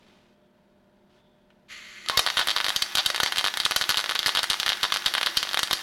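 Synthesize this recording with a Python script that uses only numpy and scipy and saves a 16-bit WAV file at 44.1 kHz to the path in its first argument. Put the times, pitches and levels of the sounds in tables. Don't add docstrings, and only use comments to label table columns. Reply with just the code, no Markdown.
import sys
import numpy as np
from scipy import signal
from scipy.fft import rfft, irfft, next_fast_len
from scipy.io import wavfile
from scipy.ndimage import uniform_filter1d

SR = 44100
rng = np.random.default_rng(int(sys.argv[2]) if len(sys.argv) > 2 else 0)


def materialize(psi):
    bounded = np.clip(np.atleast_2d(psi).T, -1, 1)
    quanta = np.round(bounded * 32767).astype(np.int16)
    wavfile.write(sys.argv[1], SR, quanta)


N = 256662

# (frequency [Hz], rms level [dB])
HUM_TONES = [(199.2, -68), (236.9, -72), (355.3, -75), (602.9, -70), (699.8, -80), (904.4, -84)]
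# (frequency [Hz], relative density [dB per Hz])
FAN_COLOUR = [(15, -31), (25, -10), (86, -15), (202, -6.5), (309, -13.5), (354, -7.5), (475, -16.5),
              (604, -11), (749, -19), (978, -15), (1120, -26), (1460, -20.5), (5010, -48), (15000, -43)]
# (delay [ms], gain [signed ratio])
BENCH_ECHOES = [(1.587, .14), (3.039, -.28), (3.696, -.18), (4.376, -.14), (4.943, -.25), (5.442, -.22),
                (10.02, -.07), (11.47, .09)]
# (time [s], length [s], level [dB])
CLOTH_SHIFTS = [(-.25, 0.62, -64), (1.087, 0.14, -69)]
# (frequency [Hz], relative density [dB per Hz])
CLOTH_COLOUR = [(350, -1.5), (600, -2), (642, -20), (765, -3), (1330, -6), (2300, -7.5), (3360, -6.5),
                (4700, -12.5), (7450, -22.5), (15000, -34)]
# (time [s], level [dB])
TORCH_TAPS = [(0.1, -63), (1.504, -58)]
# (frequency [Hz], relative density [dB per Hz])
TAP_COLOUR = [(800, -25), (1520, 4), (2000, -3), (2500, 1), (2900, 2), (4000, -8), (6000, -24), (12000, -45)]
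# (time [s], length [s], starting pitch [Hz], level [dB])
SQUEAK_EVENTS = [(0.328, 0.195, 3080, -80), (1.079, .41, 3240, -76)]
# (frequency [Hz], relative density [dB per Hz])
NOZZLE_COLOUR = [(300, -25), (800, -31), (1250, -15), (1650, -13), (2080, -7), (2600, -11.5), (3200, -12),
                 (3700, -16.5), (4400, -14), (5200, -25), (7000, -19.5), (8300, -35), (9900, -40),
                 (11200, -25), (12500, -49), (15500, -40)]
# (time [s], peak level [dB], dullness shelf [dB], sharpness shelf [dB])
POP_EVENTS = [(2.0867, -4.5, -5, 5), (2.0982, 1.5, 11, 8), (2.174, 11, -2, 9), (2.1926, 0, -3, 12),
              (2.1933, 3, 5, 1), (2.195, 1.5, 0, 11), (2.2642, 2, 8.5, 16), (2.2736, -4, 7.5, 0),
              (2.2857, -15, -2, -3), (2.2868, -12, 0, -8), (2.302, -2.5, 1, 4), (2.3714, 3, 2, 3),
              (2.3807, -3, -1, 1), (2.3918, -1.5, 6, 9.5), (2.3946, -8, 3, 6), (2.3957, -1, 2, 10),
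              (2.4044, -9, 7, 1.0), (2.4133, -8, 1, -18), (2.4731, 0.5, 5.5, 14), (2.4855, -1, 4, 11),
              (2.4945, -3, 3, 13.5), (2.5044, -4, -5.5, 2), (2.513, -3, -2, -2.0), (2.5639, 1.5, 1.5, 7),
              (2.5741, -6, 1, -5), (2.5839, -8.5, -1, -5.5), (2.6031, -5.5, 7, -2), (2.6117, -9, -2, -6),
              (2.6444, -0.5, -2.0, 5), (2.6534, -11, 6, 3), (2.6653, -3, 4.0, 4), (2.6841, -0.5, 0, 5),
              (2.6933, -3, -1, 10), (2.7035, -5, 4.5, 3), (2.7622, 4.5, -7.5, 6.5), (2.8222, 4, -8, 6.5),
              (2.9533, 4.5, -4, 9.5), (2.9724, 0.5, -0.5, 9.5), (2.9824, -12, 0, 5), (2.9832, 2.5, -3, 2),
              (2.9926, -10, -6, -15), (3.0615, 6, -3, 10), (3.102, -2, 3.5, 4), (3.1466, -6, 5.5, 4),
              (3.1512, -14, 3, 0), (3.1613, -3.5, -5, 3), (3.1798, -11.5, 10, 2.5), (3.202, 4.0, 5, 9.5),
              (3.2116, -19, 1.5, 0.0), (3.2333, 7, 2, 12), (3.2447, -23, -10, -5.5), (3.2616, -2.5, 0, -1),
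              (3.274, -12.5, -6, -15), (3.3231, -2.5, 3, 11), (3.3603, -9, -1, 3), (3.3721, -4, 2, 7),
              (3.383, 4.5, -5, 6), (3.3935, -4.5, 1, 4), (3.4112, -8.5, 6, 4), (3.4428, 0, 4, 6),
              (3.4518, -2, -3, 5), (3.4632, -5, 11, 7), (3.4726, -3, -0.5, 8), (3.4825, -6, 1, -2),
              (3.54, -9, 0, -2), (3.5728, -1, -1.5, 9.5), (3.6014, -0.5, -4.5, 3.5), (3.613, -18.0, 3, 2.0),
              (3.6348, -17, 1, -3.5), (3.6523, 3.5, -10, 3), (3.6625, -1, 8, 7), (3.7109, 0, -0.5, 9.5),
              (3.7203, -4.5, 4.5, 3), (3.7625, 9.5, -4, 10), (3.8126, 2, 1, 8.5), (3.8222, -3, -2, 5),
              (3.8403, -10, -3, -10), (3.8926, 6.5, -3, 6.5), (3.9029, 1, -1.5, 9), (3.911, -3, 1, 8),
              (3.9225, -10, 1, -2.5), (3.944, -7.5, 3, -5), (3.959, -14, -9, -3), (3.9726, 3.5, -7, 8.5),
              (3.982, -3.5, 1, 7), (3.9927, -6, 5, 2.0), (4.0018, -8, -1, 5), (4.0109, -12, -7, 0),
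              (4.0419, -7, 8.5, 5), (4.0608, -10, 7, 2), (4.0938, -1.5, 0.5, 4), (4.1000, -9.5, 0, 2),
              (4.1116, -6.5, 10, 15), (4.1202, -10, 5, -2), (4.1520, -10, -2, 5), (4.1546, -3.5, 0, -3),
              (4.1610, -7.5, 0, -2), (4.1917, 0.5, -3.5, 7.5), (4.204, -21, 1, 0.0), (4.2304, -9, -1, 0),
              (4.2432, -16, 1, -9.0), (4.2615, 6, -4, 0), (4.271, 1, 1, 14), (4.282, -2, 10, 13),
              (4.2923, -3, 4, -5), (4.351, 0.5, -0.5, 9.5), (4.3602, -8, 4, -2), (4.3724, 0.5, -1.5, -4),
              (4.392, 0, -1, 3), (4.4319, -0.5, -2, 9.5), (4.4415, -3, 8, 10), (4.5014, 7, -11, 4.5),
              (4.5121, -6, 6, 8), (4.5212, -9, 5, 2.0), (4.5325, -4.5, -3, 4.0), (4.5421, -7.5, -1, -2.5),
              (4.6, 0, -6.5, 6.5), (4.6315, -4.5, -1, 1), (4.663, -0.5, 0.5, 9.5), (4.6703, -10, 6.5, 1.0),
              (4.6801, -4, 0.5, -5), (4.6919, 2.5, -6, 7), (4.7016, -3.5, 0.5, -2), (4.7207, -7.5, -1, -18),
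              (4.731, -7.5, -7, -15), (4.8317, 6.5, -4, 7.5), (4.8416, -2, 9, 8), (4.8515, -7.5, 0.0, -24),
              (4.903, -18, 4, -5), (4.9223, 1.5, -0.5, -5), (4.9415, -1, -2.5, 10), (4.95, -11, -5, 4),
              (4.9615, -3.5, 4, 2), (4.971, -4.5, -2.5, 5.5), (5.0225, -18, 2.0, -2.5),
              (5.0435, -18, 4, -5), (5.0615, 7.5, -2, 10), (5.0721, -10.5, 4, -6), (5.082, -8, 3, 1),
              (5.1393, -1, 0, 8), (5.1514, -0.5, 6.5, 6), (5.181, -4.5, 6, -3), (5.213, -2, 3, 6),
              (5.2308, -0.5, 2, 3), (5.2622, 1, -5.5, 7), (5.271, -3, 3, -9), (5.301, -20, -4, -1.5),
              (5.3714, 9.5, -4.5, 6), (5.4297, 0.5, -0.5, 9), (5.4515, -17, 7, -9), (5.4726, -16, 5, -12),
              (5.4911, -12, -5.0, 1), (5.5126, -15, 7, -2.5), (5.5328, -8.5, 3, 12), (5.5444, 0.5, 5.5, 8),
              (5.5731, -3.5, 12, -2), (5.5737, -4, -7, 3), (5.5921, -14.5, 14, -1), (5.5923, 4, -4.5, 9),
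              (5.6318, 5, -1.5, 14), (5.6743, -13.5, -8, 2), (5.7111, 3, 3.5, 8), (5.7309, 8.0, -3, 9.5)]
# (frequency [Hz], relative level [dB])
SNAP_SPECTRUM = [(30, -16), (300, -18.5), (550, -8), (820, -3.5), (1200, 1.5), (1900, 2), (2450, -1.5),
                 (3200, 4), (4500, 2), (5600, -7.5), (7800, -16.5), (11500, -13), (13500, -30),
                 (16000, -36.5)]
# (frequency [Hz], relative level [dB], 60 dB decay [s])
STEEL_MODES = [(1187, -6, .15), (1272, -5, .15), (1480, -4, .15), (1724, -2, .14), (1948, -2, .15),
               (2860, -4, .13), (3145, -1, .1), (3360, -3, .1), (3757, -2, .1), (3940, -3, .15),
               (4151, -2, .15), (4543, 1, .15), (4741, -2, .15), (6062, -8, .15)]
# (frequency [Hz], 60 dB decay [s])
GARAGE_DECAY = [(150, 0.22), (1000, 0.43), (4000, 0.38), (12000, 0.19)]
# (frequency [Hz], relative level [dB])
WALL_COLOUR = [(100, -3), (500, 12.5), (1500, 2), (4000, 0.5), (5800, 10.5), (7500, 8), (12000, 4)]
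# (time [s], length [s], pitch [Hz], level [dB])
WHISTLE_EVENTS = [(2.071, 0.02, 1270, -41), (2.113, 0.062, 1075, -32.5), (2.143, .03, 2160, -40)]
# (frequency [Hz], relative density [dB per Hz])
FRY_COLOUR = [(30, -14), (100, -20), (190, -28), (340, -16), (500, -19), (680, -4), (810, 4.5), (1000, -2),
              (1250, 0.5), (1650, 9), (1900, 4.5), (2400, -6), (2820, 4), (3000, -8), (3400, 5),
              (4550, -7.5), (5500, -1), (6050, -3.5), (6800, -14), (9000, -13.5), (11800, -11),
              (15000, -13)]
# (frequency [Hz], relative density [dB per Hz])
FIZZ_COLOUR = [(2500, -40), (5500, 0), (7500, -4), (11800, 0), (15000, -6)]
# (time [s], level [dB])
RASP_EVENTS = [(2.104, -35), (2.128, -39), (2.409, -26), (2.986, -23), (3.267, -29.5), (4.377, -25.5),
               (4.719, -36), (4.845, -31), (5.165, -27), (5.273, -32), (5.587, -37)]
# (frequency [Hz], relative density [dB per Hz])
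RASP_COLOUR = [(250, -43), (700, -2.0), (1600, -3.5), (2300, -9.5), (3600, 2.0), (4800, -6.0),
               (7000, -20), (12000, -60)]
# (frequency [Hz], gain [dB])
MIC_TREBLE = [(12500, 0), (13500, -3), (15900, -3), (16200, -22), (16800, -32)]

STIR_DB = -73.5
SQUEAK_RISE = 0.078
VALVE_S, VALVE_OPEN_S, GAS_DB = 1.68, 0.043, -46
SPURT_DB, SPURT_S = 5, 0.054
JET_HZ, JET_WIDTH_HZ, JET_DB = 2030, 130, -54.5
FEED_S, FEED_RISE_S, FEED_DB, FEED_GROWS_DB_PER_S = 1.88, 0.24, -61.5, 1.14
SPARK_S, SPARK_DB = 2.0621, -21
ARC_S, ARC_DB = 2.08, -40.5
RIPPLE_HZ, CREST_S = 100, .0025
SPIT_CHANCE, SPIT_DB, SPIT_SPREAD_DB, SPIT_SHARP_DB = 0.22, -21.5, 1.5, 4.5
WHISTLE_SAG_PER_S = 0.31
SPATTER_DB, SPATTER_S = -28, .006
TOP_HZ = 16800


def amp(db):
    return 10 ** (np.asarray(db) / 20)


def unit(x):
    return x / np.sqrt(np.mean(x ** 2) + 1e-20)


def along(points, hz):
    f, v = np.transpose(points)
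    return np.interp(np.log(hz + 1), np.log(f + 1), v)


def filtered(x, response):
    m = next_fast_len(N + SR // 2)
    return irfft(rfft(x, m) * response(np.fft.rfftfreq(m, 1 / SR)), m)[:N]


def noise(spectrum):
    return unit(filtered(rng.standard_normal(N), lambda hz: amp(along(spectrum, hz))))


def resonant_noise(centre_hz, width_hz):
    return unit(filtered(rng.standard_normal(N), lambda hz: 1 / (1 + ((hz - centre_hz) / width_hz) ** 2)))


def pulse(colour_db, size=1024):
    cepstrum = irfft(np.log(amp(colour_db(np.fft.rfftfreq(size, 1 / SR)))))
    cepstrum[1:size // 2] *= 2
    cepstrum[size // 2 + 1:] = 0
    p = irfft(np.exp(rfft(cepstrum)))
    return p / np.abs(p).max()


def add(track, s, sound):
    part = track[max(round(s * SR), 0):][:len(sound)]
    part += sound[:len(part)]


def since(s):
    return np.maximum(np.arange(N) / SR - s, 0)


def onset(s, attack):
    return np.clip(since(s) / attack, 0, 1)


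def arch(s, length):
    return np.sin(np.pi * onset(s, length))


def waver(size=100):
    return unit(uniform_filter1d(rng.standard_normal(N), size=size))


def glide(pitch):
    return np.sqrt(2) * np.sin(2 * np.pi * np.cumsum(pitch) / SR)


def welder(fan_db=-64.5, hum_db=0):
    t = np.arange(N) / SR
    hum = np.zeros(N)
    for hz, db in HUM_TONES:
        hum += amp(db + hum_db) * np.sqrt(2) * np.sin(2 * np.pi * (hz * t + rng.random()))
    return hum + amp(fan_db) * noise(FAN_COLOUR)


def bench(x, shadow_hz=2000, scatter_hz=8000, echo_db=0):
    def response(hz):
        copies = sum(gain * np.exp(-2j * np.pi * hz * ms / 1000) for ms, gain in BENCH_ECHOES)
        band = hz ** 2 / (hz ** 2 + shadow_hz ** 2) / (1 + (hz / scatter_hz) ** 4)
        return 1 + amp(echo_db) * copies * band
    return filtered(x, response)


def handling(tap_t60=.035, tail_db=-9, tail_t60=.2):
    grain = amp(1.6 * waver(size=200))
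    motion = amp(STIR_DB) + sum(amp(db) * arch(s, length) for s, length, db in CLOTH_SHIFTS)
    rustle = motion * unit(bench(grain * noise(CLOTH_COLOUR)))
    taps, t = np.zeros(N), np.arange(SR // 4) / SR
    for s, db in TORCH_TAPS:
        contact = amp(db - 60 * t / tap_t60)
        tail = amp(db + tail_db - 60 * t / tail_t60)
        add(taps, s, contact + tail)
    return rustle + taps * noise(TAP_COLOUR)


def squeaks(waver_hz=210):
    out = np.zeros(N)
    for s, length, hz, db in SQUEAK_EVENTS:
        speed = arch(s, length)
        pitch = hz * (1 + SQUEAK_RISE * speed) + waver_hz * waver(size=45)
        level = amp(db + 2 * waver(size=600)) * np.sqrt(np.abs(speed))
        out += level * glide(pitch)
    return out


def gas(flutter_db=0.7):
    spurt_db = SPURT_DB * np.exp(-since(VALVE_S + VALVE_OPEN_S) / SPURT_S)
    hiss = amp(GAS_DB) * unit(bench(noise(NOZZLE_COLOUR)))
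    hollow = amp(JET_DB) * resonant_noise(JET_HZ, JET_WIDTH_HZ)
    pressure = amp(spurt_db + flutter_db * waver(size=300))
    return onset(VALVE_S, VALVE_OPEN_S) * pressure * (hiss + hollow)


def wire_feed(centre_hz=345, width_hz=30):
    level = amp(FEED_DB + FEED_GROWS_DB_PER_S * since(FEED_S))
    return onset(FEED_S, FEED_RISE_S) * level * resonant_noise(centre_hz, width_hz)


def bursts():
    crests = np.arange(np.ceil(ARC_S * RIPPLE_HZ), N / SR * RIPPLE_HZ) / RIPPLE_HZ + CREST_S
    spits = []
    for s in crests:
        if rng.random() < SPIT_CHANCE:
            spits.append((s, SPIT_DB + SPIT_SPREAD_DB * rng.standard_normal(), 0, SPIT_SHARP_DB))
    return [(SPARK_S, SPARK_DB, 0, 0)] + list(POP_EVENTS) + spits


def pops(gain_db=0, turn_hz=2400, sharp_hz=6500, splinter_db=-16, touch_db=-22, vary_db=2.0, count=2):
    out = np.zeros(N)
    for s, db, dull_db, sharp_db in bursts():
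        own_colour = np.c_[np.geomspace(300, 16000, num=14), vary_db * rng.standard_normal(14)]

        def colour(hz):
            bass = 1 / (1 + (hz / turn_hz) ** 4)
            treble = hz ** 4 / (hz ** 4 + sharp_hz ** 4) / (1 + (hz / 13200) ** 16)
            return along(SNAP_SPECTRUM, hz) + along(own_colour, hz) + dull_db * bass + sharp_db * treble

        snap = amp(db + gain_db) * pulse(colour)
        add(out, s, -snap)
        for lag in rng.uniform(.0003, .0025, size=count):
            add(out, s + lag, amp(splinter_db) * rng.standard_normal() * snap)
        lead = rng.uniform(.0004, .003)
        add(out, s - lead, amp(touch_db + 2 * rng.standard_normal()) * snap)
    return out


def seam_share(k, count):
    place = (count - 1) * onset(ARC_S, N / SR - ARC_S)
    return np.sqrt(np.clip(1 - np.abs(place - k), 0, 1))


def beam(x, ring_db=-24.5, count=3):
    t, out = np.arange(SR // 2) / SR, np.zeros(N)
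    for k in range(count):
        ring = np.zeros(len(t))
        for hz, db, t60 in STEEL_MODES:
            scatter_db, turn = rng.standard_normal(2)
            ring += amp(db + scatter_db - 60 * t / t60) * np.sin(2 * np.pi * (hz * t + turn))
        out += signal.fftconvolve(x * seam_share(k, count), ring / np.linalg.norm(ring))[:N]
    return amp(ring_db) * out


def garage(x, wet_db=-16.5, count=5):
    out = np.zeros(N)
    for k in range(count):
        hz, t, z = signal.stft(rng.standard_normal(SR // 2), SR, nperseg=256)
        build = 1 - np.exp(-t / .005)
        decay = amp(along(WALL_COLOUR, hz)[:, None] - 60 * t / along(GARAGE_DECAY, hz)[:, None])
        tail = signal.istft(z * build * decay, SR, nperseg=256)[1]
        out += signal.fftconvolve(x * seam_share(k, count), tail / np.linalg.norm(tail))[:N]
    return amp(wet_db) * out


def whistle(waver_hz=30):
    out = np.zeros(N)
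    for s, length, hz, db in WHISTLE_EVENTS:
        pitch = hz * (1 - WHISTLE_SAG_PER_S * since(s)) + waver_hz * waver()
        out += amp(db) * arch(s, length) * glide(pitch)
    return out


def snap_at(hits):
    return signal.fftconvolve(hits, -pulse(lambda hz: along(SNAP_SPECTRUM, hz)))[:N]


def frying(ticks_db=-4.0, hiss_db=-2, ripple=0.3, surge_db=1.0, fizz_db=-17, fizz_surge_db=3):
    per_second, spread_db = 1500, 5
    current = 1 + np.clip(ripple, 0, 1) * np.cos(2 * np.pi * RIPPLE_HZ * (np.arange(N) / SR - CREST_S))
    sizes = amp(spread_db * np.minimum(rng.exponential(size=N), 4))
    hits = (rng.random(N) < current * per_second / SR) * sizes
    ticks = unit(snap_at(hits - hits.mean()))
    hiss = current * noise(FRY_COLOUR)
    surge = waver(size=2000)
    body = amp(surge_db * surge) * (amp(ticks_db) * ticks + amp(hiss_db) * hiss)
    fizz = amp(fizz_db + fizz_surge_db * surge) * current * noise(FIZZ_COLOUR)
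    return onset(ARC_S, 1 / RIPPLE_HZ) * amp(ARC_DB) * (body + fizz)


def spatter(spread_db=4.0, count=5):
    hits = np.zeros(N)
    for s, db, _, _ in POP_EVENTS:
        delays, sizes = rng.exponential(size=(2, count))
        for lag, size in zip(delays, np.minimum(sizes, 3)):
            add(hits, s + SPATTER_S * lag, amp([min(db, 0) + SPATTER_DB + spread_db * size]))
    return snap_at(hits)


def rasps(gain_db=0, life=0.025):
    swell, u = np.zeros(N), np.arange(SR // 10) / SR / life
    for s, db in RASP_EVENTS:
        add(swell, s, amp(db + gain_db) * np.exp(-u ** 4) * (1 - np.exp(-10 * u)))
    return swell * noise(RASP_COLOUR)


def scene():
    idle = welder() + handling() + squeaks()
    torch = gas() + wire_feed()
    arc = bench(pops() + frying() + spatter())
    welding = arc + beam(arc) + garage(arc) + whistle() + rasps()
    return (idle + torch + welding)[None]


def record(dry, thump_db=-6, thump_hz=300, edge_hz=2800, edge_top=0.22):
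    top, knee = .43, 4
    squashed = dry[0] / (1 + np.abs(dry[0] / top) ** knee) ** (1 / knee)
    edges = filtered(dry[0], lambda hz: hz ** 4 / (hz ** 4 + edge_hz ** 4))
    overload = np.clip(np.abs(edges) - edge_top, 0, top)
    thump = filtered(overload, lambda hz: 1j * hz / (25 + 1j * hz) / (1 + 1j * hz / thump_hz) ** 2)
    heard = squashed + amp(thump_db) * thump
    return filtered(heard, lambda hz: (hz < TOP_HZ) * amp(along(MIC_TREBLE, hz)))[None]


dry = scene()
out = record(dry)
materialize(out)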